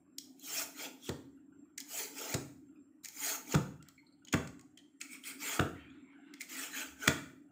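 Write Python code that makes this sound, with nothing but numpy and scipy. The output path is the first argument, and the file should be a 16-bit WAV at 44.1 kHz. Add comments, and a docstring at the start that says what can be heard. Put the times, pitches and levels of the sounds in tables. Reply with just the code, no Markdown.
"""Ticks, then a wet hiss in uneven pushes, then a knock: a hand peeler bites into a papaya, slides down the skin
and jumps free as the fruit thumps on the counter. Palms rub, fingers tap and an appliance hums low in a hard kitchen.
The hiss, rubbing and background are noise shaped by resonances, and taps and ticks are short noise bursts.
Knocks add fading sine waves to such bursts. Fading noise makes the echo, and a phone microphone hears it in mono."""
import sys
import numpy as np
from scipy import signal
from scipy.fft import rfft, irfft, next_fast_len
from scipy.io import wavfile
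from scipy.ndimage import uniform_filter1d, map_coordinates

SR = 44100
rng = np.random.default_rng(int(sys.argv[2]) if len(sys.argv) > 2 else 0)


def to_linear_factor(level_db):
    """Convert decibel levels (scalar or array-like) to linear amplitude factors."""
    exponent = np.asarray(level_db, float) / 20
    return 10 ** exponent


def store_pcm(level_fs):
    """Save levels as 16-bit WAV."""
    pcm = np.round(np.clip(level_fs, -1, 1) * 32767).astype(np.int16)
    wavfile.write(sys.argv[1], SR, np.atleast_2d(pcm).T)


N = 331191  # samples, about 7.5 s

# How the appliance's hum wavers. Each row: time in seconds, level in dB.
HUM_LEVEL = [(0.0, -63), (0.98, -54), (1.94, -62), (2.38, -50), (3.07, -65), (3.64, -51.5), (3.83, -67.5),
             (4.08, -65), (4.48, -59), (5.06, -61.5), (5.63, -52), (6.55, -58), (7.19, -52.5), (7.51, -58)]
# Resonances of the hum. Each row: centre in Hz, width in Hz, strength in dB.
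HUM_RESONANCES = [(280.6, 78.6, 0.5), (185.7, 73, -14.5), (382.4, 28, -16.5)]
# Colour of the low noise floor. Each row: frequency in Hz, relative strength in dB.
FLOOR_COLOUR = [(25, -13.5), (70, 8), (120, 5.5), (200, 3.5), (400, -16), (600, -5.5), (1000, -13.5),
                (1450, -10), (2200, -21), (3000, -23), (4000, -37), (9000, -25.5), (13000, -37),
                (16000, -29.5)]
# The faint narrow hiss. Each row: centre in Hz, width in Hz, strength in dB.
THIN_HISS = [(7480, 160, 0)]
FLOOR_DB, THIN_HISS_DB = -74, -85

# How long the kitchen rings. Each row: frequency in Hz, time to fade by 60 dB in seconds.
ROOM_FADE = [(100, 0.77), (400, 0.35), (1500, 0.46), (5000, 0.39), (15000, 0.49)]
# How loudly the kitchen answers. Each row: frequency in Hz, level in dB.
ROOM_LEVEL = [(100, -11), (500, 0.5), (2000, -7.5), (8000, -7), (15000, -8.5)]

# Hands shifting on the fruit, one list a spell. 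Each row: time in seconds, rubbing level in dB.
RUBS = [
    [(3.8, -98), (3.882, -66), (3.96, -97), (4.2, -99), (4.3, -78)],
    [(5.75, -63), (5.81, -60), (6.048, -74), (6.13, -64.5), (6.22, -71.5), (6.276, -66.5), (6.33, -67.5),
     (6.39, -65)],
]
RUB_HZ, RUB_ROAM_OCT = 1720, 0.22  # middle pitch, and how far it roams in octaves

# Fingers tapping the hollow handle. Each row: time in seconds, peak in dB, ring in Hz.
TAPS = [(.065, -73, 1126), (1.375, -67, 1425), (1.524, -65, 1454), (1.654, -69.5, 1164), (2.686, -72, 1400),
        (2.759, -69.5, 2530), (3.801, -57.5, 1400), (3.98, -52.5, 2170), (4.03, -68.5, 933),
        (4.067, -59.5, 4220), (4.125, -66, 4300), (4.222, -65, 1420), (4.595, -64.5, 1120),
        (4.63, -66.5, 737), (4.777, -54, 3120), (4.791, -65.5, 1890), (5.9, -58.5, 3410),
        (6.19, -61.5, 740)]

# Blade and peel ticks. Each row: time in seconds, scratch peak in dB, strongest ring in Hz,
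# ring against scratch in dB, low side over high side in dB.
TICKS = [(.184, -28.5, 6840, -10, -4.5), (.396, -56.5, 6840, 6, -34), (.4364, -59, 6700, -4, -16),
         (1.7785, -32.5, 6300, -10, -2), (1.781, -30, 6740, -16, 1), (1.803, -34, 5100, -12, -19),
         (1.81, -38, 6720, -17, 10), (3.0476, -34, 6800, -13, -8), (3.0568, -34, 7550, -10, -2),
         (3.086, -36, 6700, -21, -12), (3.524, -35, 6640, 4.5, 18), (3.8258, -48.5, 7370, -18, 3),
         (3.8863, -44.5, 1350, -17.5, -8), (4.25, -49, 6650, -1, -3), (4.273, -53, 2960, -1, 9),
         (4.284, -46, 6760, -3, 17), (4.3278, -22.5, 6570, -5.5, 6), (4.474, -40, 1426, -9.5, 6),
         (4.594, -50, 8000, -7, 10.5), (4.6113, -53.5, 6800, -1, -6), (4.775, -46.5, 3180, -3, 3),
         (4.7882, -54, 1910, -13, 8), (5.014, -30.5, 2620, -5.5, 12), (5.0202, -52, 2100, -9, -13),
         (5.239, -45, 3350, -6, 26), (5.6096, -36, 1420, 0, -1), (6.339, -41, 2100, -11, 5),
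         (6.409, -35, 2080, -7, 18), (6.4157, -34, 2250, -3, -13)]
EDGES_DB = -9.5  # low and high sides of a tick against its scratch, before the tilt between them

# Stroke ends and setting the fruit down. Each row: time in seconds, crack and handle setting in dB,
# thump peak in dB, knock setting in dB, brightness in dB, centre of the crack in Hz.
KNOCKS = [(1.0924, -22, -28, -32.5, -0.5, 3230), (2.3427, -21, -22.5, -31.5, 9, 2060),
          (3.5438, -16.5, -20.5, -25, -9, 1610), (3.5487, -14.5, -14, -51, -1.5, 1310),
          (4.3396, -10.5, -18, -24, -5.5, 1525), (5.5961, -8.5, -17, -25.5, -13, 1450),
          (7.0785, -0.5, -20.5, -26, -5, 1930)]
# Notes of the struck handle. Each row: pitch in Hz, strength in dB, time to fade by 60 dB in seconds.
HANDLE_NOTES = [(1447, -2, 0.014), (1886, 0, .012), (2276, -2, .012), (2665, -1.5, 0.012),
                (3380, -2.5, .01), (4260, -9.5, 0.0058)]
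# Notes of the fruit on the counter. Each row: pitch in Hz, strength in dB, time to fade by 60 dB in seconds.
FRUIT_NOTES = [(94.4, -1.5, 0.14), (128.5, -7.5, 0.14), (142, 3.5, 0.061), (190, -8, 0.017)]
# Notes of the counter. Each row: pitch in Hz, strength in dB, time to fade by 60 dB in seconds.
COUNTER_NOTES = [(290, -1, 0.037), (373, -1, 0.033), (447, -2.5, .025), (620, -5.5, 0.022),
                 (840, -9, 0.012)]
# The fruit rocking softly on the counter. Each row: time in seconds, level setting in dB.
BUMPS = [(1.22, -62), (3.76, -57.5), (5.741, -52), (6.85, -52)]
# Notes of that rocking. Each row: pitch in Hz, strength in dB, time to fade by 60 dB in seconds.
BUMP_NOTES = [(70, 0, 0.37), (81, 0, 0.23)]

# Resonances of the blade. Each row: centre in Hz, width in Hz, strength in dB.
BLADE = [(4164, 1200, -3), (5320, 2500, -2), (6820, 1400, 1.5), (7620, 1100, -2.5), (8360, 2900, -7)]
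# Resonances of the fruit's body. Each row: centre in Hz, width in Hz, strength in dB.
BODY = [(432, 170, -2.5), (666, 160, -4.5), (861, 140, -1)]
# Resonances of the handle. Each row: centre in Hz, width in Hz, strength in dB.
GRIP = [(1396, 620, 0), (1960, 650, -7.5), (2350, 1440, -1.5), (3232, 650, -3)]
# Resonances of the fine spray. Each row: centre in Hz, width in Hz, strength in dB.
SPRAY = [(10110, 3200, -16.5), (11980, 670, -11), (14300, 3100, -10), (15130, 590, -8)]

# How hard the blade cuts, one list a stroke. Each row: time in seconds, blade hiss level in dB.
CUT = [
    [(.36, -83), (.448, -51.5), (.542, -42.5), (.592, -38), (.626, -43), (.708, -81), (.75, -65.5),
     (.79, -49.5), (.85, -47), (.956, -91), (1.04, -58.5), (1.09, -52)],
    [(1.79, -61), (1.846, -76), (1.896, -54.5), (1.924, -47.5), (1.996, -40.5), (2.028, -45),
     (2.128, -63.5), (2.184, -47.5), (2.29, -48), (2.335, -44)],
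    [(3.035, -58), (3.12, -64.5), (3.186, -49), (3.248, -39), (3.296, -38.5), (3.358, -44.5), (3.42, -79),
     (3.49, -53), (3.54, -43.5)],
    [(5.004, -56.5), (5.04, -61.5), (5.08, -70.5), (5.136, -51.5), (5.208, -79.5), (5.27, -45.5),
     (5.308, -51), (5.378, -70), (5.414, -48.5), (5.482, -42.5), (5.568, -45), (5.59, -58)],
    [(6.398, -60.5), (6.43, -56), (6.466, -80), (6.496, -53), (6.594, -46.5), (6.642, -46.5), (6.704, -60),
     (6.748, -48), (6.806, -44), (6.832, -50.5), (6.96, -78), (7.032, -48.5), (7.07, -50)],
]
# The colour of each push. Each row: start in seconds, handle against hiss in dB, fruit body against hiss in dB,
# handle ring at the start in Hz, blade hiss in Hz, squeak (how far the ring stands out) at the start in dB.
PUSHES = [(0.361, -5.5, -14, 3300, 6700, 9), (.74, 0, -6.5, 2353, 6550, -2.5),
          (0.969, 1, -43, 3380, 6520, 13.5), (1.78, -6.5, -11.5, 2970, 6900, -1.5),
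          (2.13, -3, -5.5, 2400, 6550, 1), (3.03, -5.5, -14, 2400, 6850, 7.5),
          (3.429, -2, -2, 2550, 6600, 2.5), (5.001, 4, -21, 2380, 8400, 12),
          (5.21, -.5, -20.5, 2600, 8600, 7.5), (5.379, 0, -11.5, 2500, 7200, 5.5),
          (6.39, -0.5, -15, 2150, 7400, 7.5), (6.698, 2, -14, 1800, 6900, 9.5),
          (6.96, 6, -2, 1560, 6500, 10.5)]
FULL_CUT_DB = -42  # hiss level that counts as a full cut
SAG_OCT_PER_S = 4  # the handle's ring sinks, in octaves for each second of full cut
SQUEAK_FADE_DB_PER_S = 76  # the squeak blurs, in dB for each second of full cut
BODY_LAG_S, HANDLE_LAG_S = 0.016, 0.0027  # the heavy parts follow the cut late
SPRAY_DB, SPRAY_GROWS = -5, 0.99  # spray against a full-cut hiss; dB of spray for each dB of hiss
SPRAY_SHADE = 0.25  # dB of spray lost for each dB of handle: a tight grip covers the blade

LOW_CUT_HZ, TOP_HZ = 68, 15650  # what the microphone lets through


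def unit(x):
    """Scales a sound to rms 1."""
    return x / np.sqrt(np.mean(x ** 2) + 1e-20)


def along(points, hz):
    """Reads a curve of (Hz, value) points on a log frequency axis."""
    point_hz, value = np.transpose(points)
    return np.interp(np.log(hz + 1), np.log(point_hz + 1), value)


def curves(tables):
    """Gives one value per sample for each column; the first, in dB, is near silent outside the tables."""
    t = np.arange(N) / SR
    seconds, *columns = np.transpose(np.concatenate(tables))
    out = [np.interp(t, seconds, column) for column in columns]
    on = sum((t >= rows[0][0]) & (t <= rows[-1][0]) for rows in tables)
    gate = uniform_filter1d(1. * on, size=300)  # soft edges
    out[0] = out[0] + 20 * np.log10(np.abs(gate) + 1e-6)
    return out


def wobble(rate):
    """Draws a smooth random curve through rate random points a second."""
    knots = rng.standard_normal(int(N * 200 / SR) + 4)
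    return map_coordinates(knots, [np.arange(N) * np.clip(rate, .1, 199) / SR])


def late(x, lag_s):
    """Delays a curve by lag_s seconds."""
    return np.interp(np.arange(N) - lag_s * SR, np.arange(N), x)


def steady(x, span):
    """Evens out the slow level swings over span seconds, then scales to rms 1."""
    power = uniform_filter1d(x ** 2, size=int(span * SR))
    return unit(x / np.sqrt(np.abs(power) + 1e-12))


def humps(hz, modes):
    """Gives the gain of (Hz, width, dB) resonances excited independently, so that their powers add."""
    return np.sqrt(sum(to_linear_factor(db) ** 2 / (1 + ((hz - centre * centre / (hz + 1)) / width) ** 2) ** 3
                       for centre, width, db in modes))


def filtered(x, response):
    """Multiplies the spectrum of x by a response that depends on frequency."""
    size = next_fast_len(len(x) + 8192)
    return irfft(rfft(x, size) * response(np.fft.rfftfreq(size, 1 / SR)), size)[:len(x)]


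def resonant(x, modes):
    """Colours x by fixed resonances."""
    return filtered(x, lambda hz: humps(hz, modes))


def gliding(x, modes, centre_hz, width, db):
    """Colours x by fixed resonances and one that moves; the overall gain is held while the colour changes."""
    hz, t, z = signal.stft(x, SR, nperseg=512)
    centre, db = (np.interp(t * SR, np.arange(N), curve + np.zeros(N)) for curve in (centre_hz, db))
    gain = humps(hz[:, None], modes + [(centre, width * centre, db)])
    gain = gain / np.linalg.norm(gain, axis=0)
    return signal.istft(z * gain, SR, nperseg=512)[1][:N]


def patchy(depth_db, wide, long):
    """Makes noise with patches of random gain, smoothed over wide bins and long frames."""
    z = signal.stft(rng.standard_normal(N + 512), nperseg=256)[2]
    field = uniform_filter1d(rng.standard_normal(z.shape), size=wide, axis=0)
    field = uniform_filter1d(field, size=long, axis=1)
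    return unit(signal.istft(z * to_linear_factor(depth_db * unit(field)), nperseg=256)[1][:N])


def loose(modes, spread_db):
    """Gives the same resonances, each struck at a new strength."""
    return [(hz, width, db + spread_db * rng.standard_normal()) for hz, width, db in modes]


def burst(t, modes, rise, t60):
    """Sends noise through resonances, swelling up to time 0 and dying after it; peak 1."""
    swell = np.where(t < 0, np.exp(t / rise), to_linear_factor(-60 * t / max(t60, .003)))
    z = rfft(swell * rng.standard_normal(len(t)))
    # a blow excites all pitches about evenly
    even = uniform_filter1d(np.abs(z) ** 2, size=len(t) // 150) ** .4
    x = irfft(z / even * humps(np.fft.rfftfreq(len(t), 1 / SR), modes), len(t))
    x = x * signal.windows.tukey(len(t), .1)
    return x / np.abs(x).max()


def ring(modes, t, attack):
    """Strikes a thing: each note is a fading sine wave at a slightly new strength; peak 1."""
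    x = sum(to_linear_factor(db + rng.normal(0, 2) - 60 * t / t60) * np.sin(2 * np.pi * hz * t) for hz, db, t60 in modes)
    fade_out = np.minimum(5 * (1 - t / t[-1]), 1)
    x = x * (1 - np.exp(-t / attack)) * fade_out
    return x / np.abs(x).max()


def add(track, s, x):
    """Mixes x into the track at time s."""
    part = track[round(s * SR):][:len(x)]
    part += x[:len(part)]


def background():
    """A fuzzy, wavering hum of resonant noise over a very low patchy floor and a thin hiss."""
    fuzz = to_linear_factor(2.6 * wobble(9.3))
    hum = unit(fuzz * resonant(rng.standard_normal(N), HUM_RESONANCES))
    floor = filtered(patchy(6.3, wide=1, long=30), lambda hz: to_linear_factor(along(FLOOR_COLOUR, hz)))
    hiss = resonant(patchy(4.5, wide=2, long=30), THIN_HISS)
    return to_linear_factor(curves([HUM_LEVEL])[0]) * hum + to_linear_factor(FLOOR_DB) * unit(floor) + to_linear_factor(THIN_HISS_DB) * unit(hiss)


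def kitchen(x):
    """The walls answer with noise whose pitches die at their own speeds; a new tail each third of a second."""
    out, step = np.zeros(N + SR), SR // 3
    for i in range(0, N, step):
        hz, t, z = signal.stft(rng.standard_normal(int(.7 * SR)), SR, nperseg=256)
        fade = to_linear_factor(-60 * t / along(ROOM_FADE, hz)[:, None])
        fade = fade / np.sqrt(np.mean(fade ** 2, 1, keepdims=True))
        fade = fade * to_linear_factor(along(ROOM_LEVEL, hz))[:, None]
        tail = signal.istft(z * fade, SR, nperseg=256)[1] / np.sqrt(.7 * SR)
        tail = tail * (1 - np.exp(-np.arange(len(tail)) / SR / 0.0009))  # soft start
        add(out, i / SR + .006, signal.fftconvolve(x[i:i + step], tail))
    return out[:N]


def rubbing():
    """Palms and peel slide over the wet fruit: a soft patchy rustle whose main pitch roams."""
    db, = curves(RUBS)
    hz = RUB_HZ * 2 ** (RUB_ROAM_OCT * wobble(26))
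    rustle = gliding(patchy(8.5, wide=1, long=36), GRIP + [(900, 300, -5)], hz, width=.15, db=4)
    return to_linear_factor(db) * steady(rustle, span=0.047)


def taps():
    """Fingers tap the hollow handle, a soft blow with no scratch: a rough ring and nearly its octave."""
    out, t = np.zeros(N), np.arange(-300, 7892) / SR
    for s, db, hz in TAPS:
        notes = [(hz, 0.13 * hz, 0), (1.98 * hz, 0.062 * hz, -9)]
        add(out, s + t[0], to_linear_factor(db) * burst(t, notes, 0.0015, .09))
    return out


def ticks():
    """Each tick is a short scratch of noise over the tool's colour, with a ring around one pitch."""
    out, t = np.zeros(N), np.arange(-300, 3796) / SR
    for s, db, hz, ring_db, tilt_db in TICKS:
        note = to_linear_factor(ring_db) * burst(t, [(hz, 0.11 * hz, 0)], 0.00053, 0.016)
        scratch = burst(t, loose(BLADE, spread_db=3.5), 0.00054, 0.016)
        low = to_linear_factor(tilt_db / 2) * burst(t, loose(GRIP[1:], spread_db=10.5), 0.0014, 0.026)
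        high = to_linear_factor(-tilt_db / 2) * burst(t, SPRAY, .0009, 0.0069)
        tick = note + scratch + to_linear_factor(EDGES_DB) * (low + high)
        add(out, s + t[0] + .0005, to_linear_factor(db) * tick)
    return out


def knocks():
    """The handle cracks, the counter knocks and rattles, then the heavy fruit thumps; softer bumps rock it."""
    out, t = np.zeros(N), np.arange(SR // 4) / SR
    early = t - .01  # noise swells a little before the blow
    for s, db, thump_db, knock_db, bright_db, hz in KNOCKS:
        crack = burst(early, [(hz, 1.01 * hz, 0)], 0.0029, 0.013)
        crack = crack + to_linear_factor(bright_db) * burst(early, BLADE + SPRAY, 0.0042, 0.022)
        rattle = burst(early, [(276, 290, 6.7), (620, 1300, -5.5), (1400, 700, -9.5)], 0.01, 0.13)
        add(out, s + early[0] + 0.000932, to_linear_factor(db - 10.5) * crack + to_linear_factor(knock_db) * rattle)
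        add(out, s, to_linear_factor(db - 13.0) * ring(HANDLE_NOTES, t, 0.00044))
        add(out, s - .002, to_linear_factor(knock_db + 3.5) * ring(COUNTER_NOTES, t, 0.0013))
        add(out, s + .005, to_linear_factor(thump_db) * ring(FRUIT_NOTES, t, 0.0017))
    for s, db in BUMPS:
        add(out, s, to_linear_factor(db) * ring(BUMP_NOTES, t, .05) * np.minimum(t / .05, 1))
    return out


def scrape():
    """Skin cells tear as dense grains; the cut stutters a little, and each part of the tool rings with it."""
    hiss_db, = curves(CUT)
    t = np.arange(N) / SR
    push = np.maximum(np.searchsorted(np.transpose(PUSHES)[0], t) - 1, 0)
    start, grip_db, body_db, grip_hz, blade_hz, squeak_db = np.array(PUSHES)[push].T

    # seconds of full cut so far, in all and within this push; lighter cutting counts for less
    work = np.cumsum(np.minimum(to_linear_factor(hiss_db - FULL_CUT_DB), 1)) / SR
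    age = np.maximum(work - work[(start * SR).astype(int)], 0)
    grip_hz = grip_hz * 2 ** (-SAG_OCT_PER_S * age)
    squeak_db = squeak_db - SQUEAK_FADE_DB_PER_S * age

    tearing = to_linear_factor(0.19 * wobble(120) + 8.5 * rng.exponential(size=N) ** 0.41)  # shared by all parts
    grains = [tearing * patchy(5.5, wide=2, long=10) for _ in range(3)]  # wet patches
    gurgle = tearing * patchy(9.4, wide=1, long=14)  # the flesh answers in lumps
    blade = gliding(grains[0], BLADE, blade_hz, width=0.35, db=2.5)
    grip = gliding(grains[1], GRIP, grip_hz, width=.17, db=squeak_db)
    body = resonant(gurgle, BODY)
    spray = resonant(grains[2], SPRAY)

    grip_level = grip_db + late(hiss_db, HANDLE_LAG_S)
    body_level = body_db + late(hiss_db, BODY_LAG_S)
    spray_level = SPRAY_DB + FULL_CUT_DB + SPRAY_GROWS * (hiss_db - FULL_CUT_DB) - SPRAY_SHADE * grip_db
    parts = [(blade, hiss_db), (grip, grip_level), (body, body_level), (spray, spray_level)]
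    return sum(to_linear_factor(db) * steady(x, span=0.063) for x, db in parts)


def scene():
    """Everything at the counter sounds near and again off the walls, over the background."""
    near = scrape() + ticks() + taps() + knocks() + rubbing()
    return np.tile(near + kitchen(near) + background(), (2, 1))


def band_limit(x):
    """A steep low-pass at the top of the band."""
    return signal.sosfilt(signal.butter(12, 16610, fs=SR, output="sos"), x)


def record(dry):
    """The microphone drops the deep bass and the top, and gives both channels the same sound."""
    def microphone(hz):
        low_cut = (1j * hz / (LOW_CUT_HZ + 1j * hz)) ** 3
        return low_cut / (1 + (hz / TOP_HZ) ** 160)

    mono = filtered(dry[0], microphone)
    return band_limit(np.array([mono, mono]))


dry = scene()
out = record(dry)
store_pcm(out)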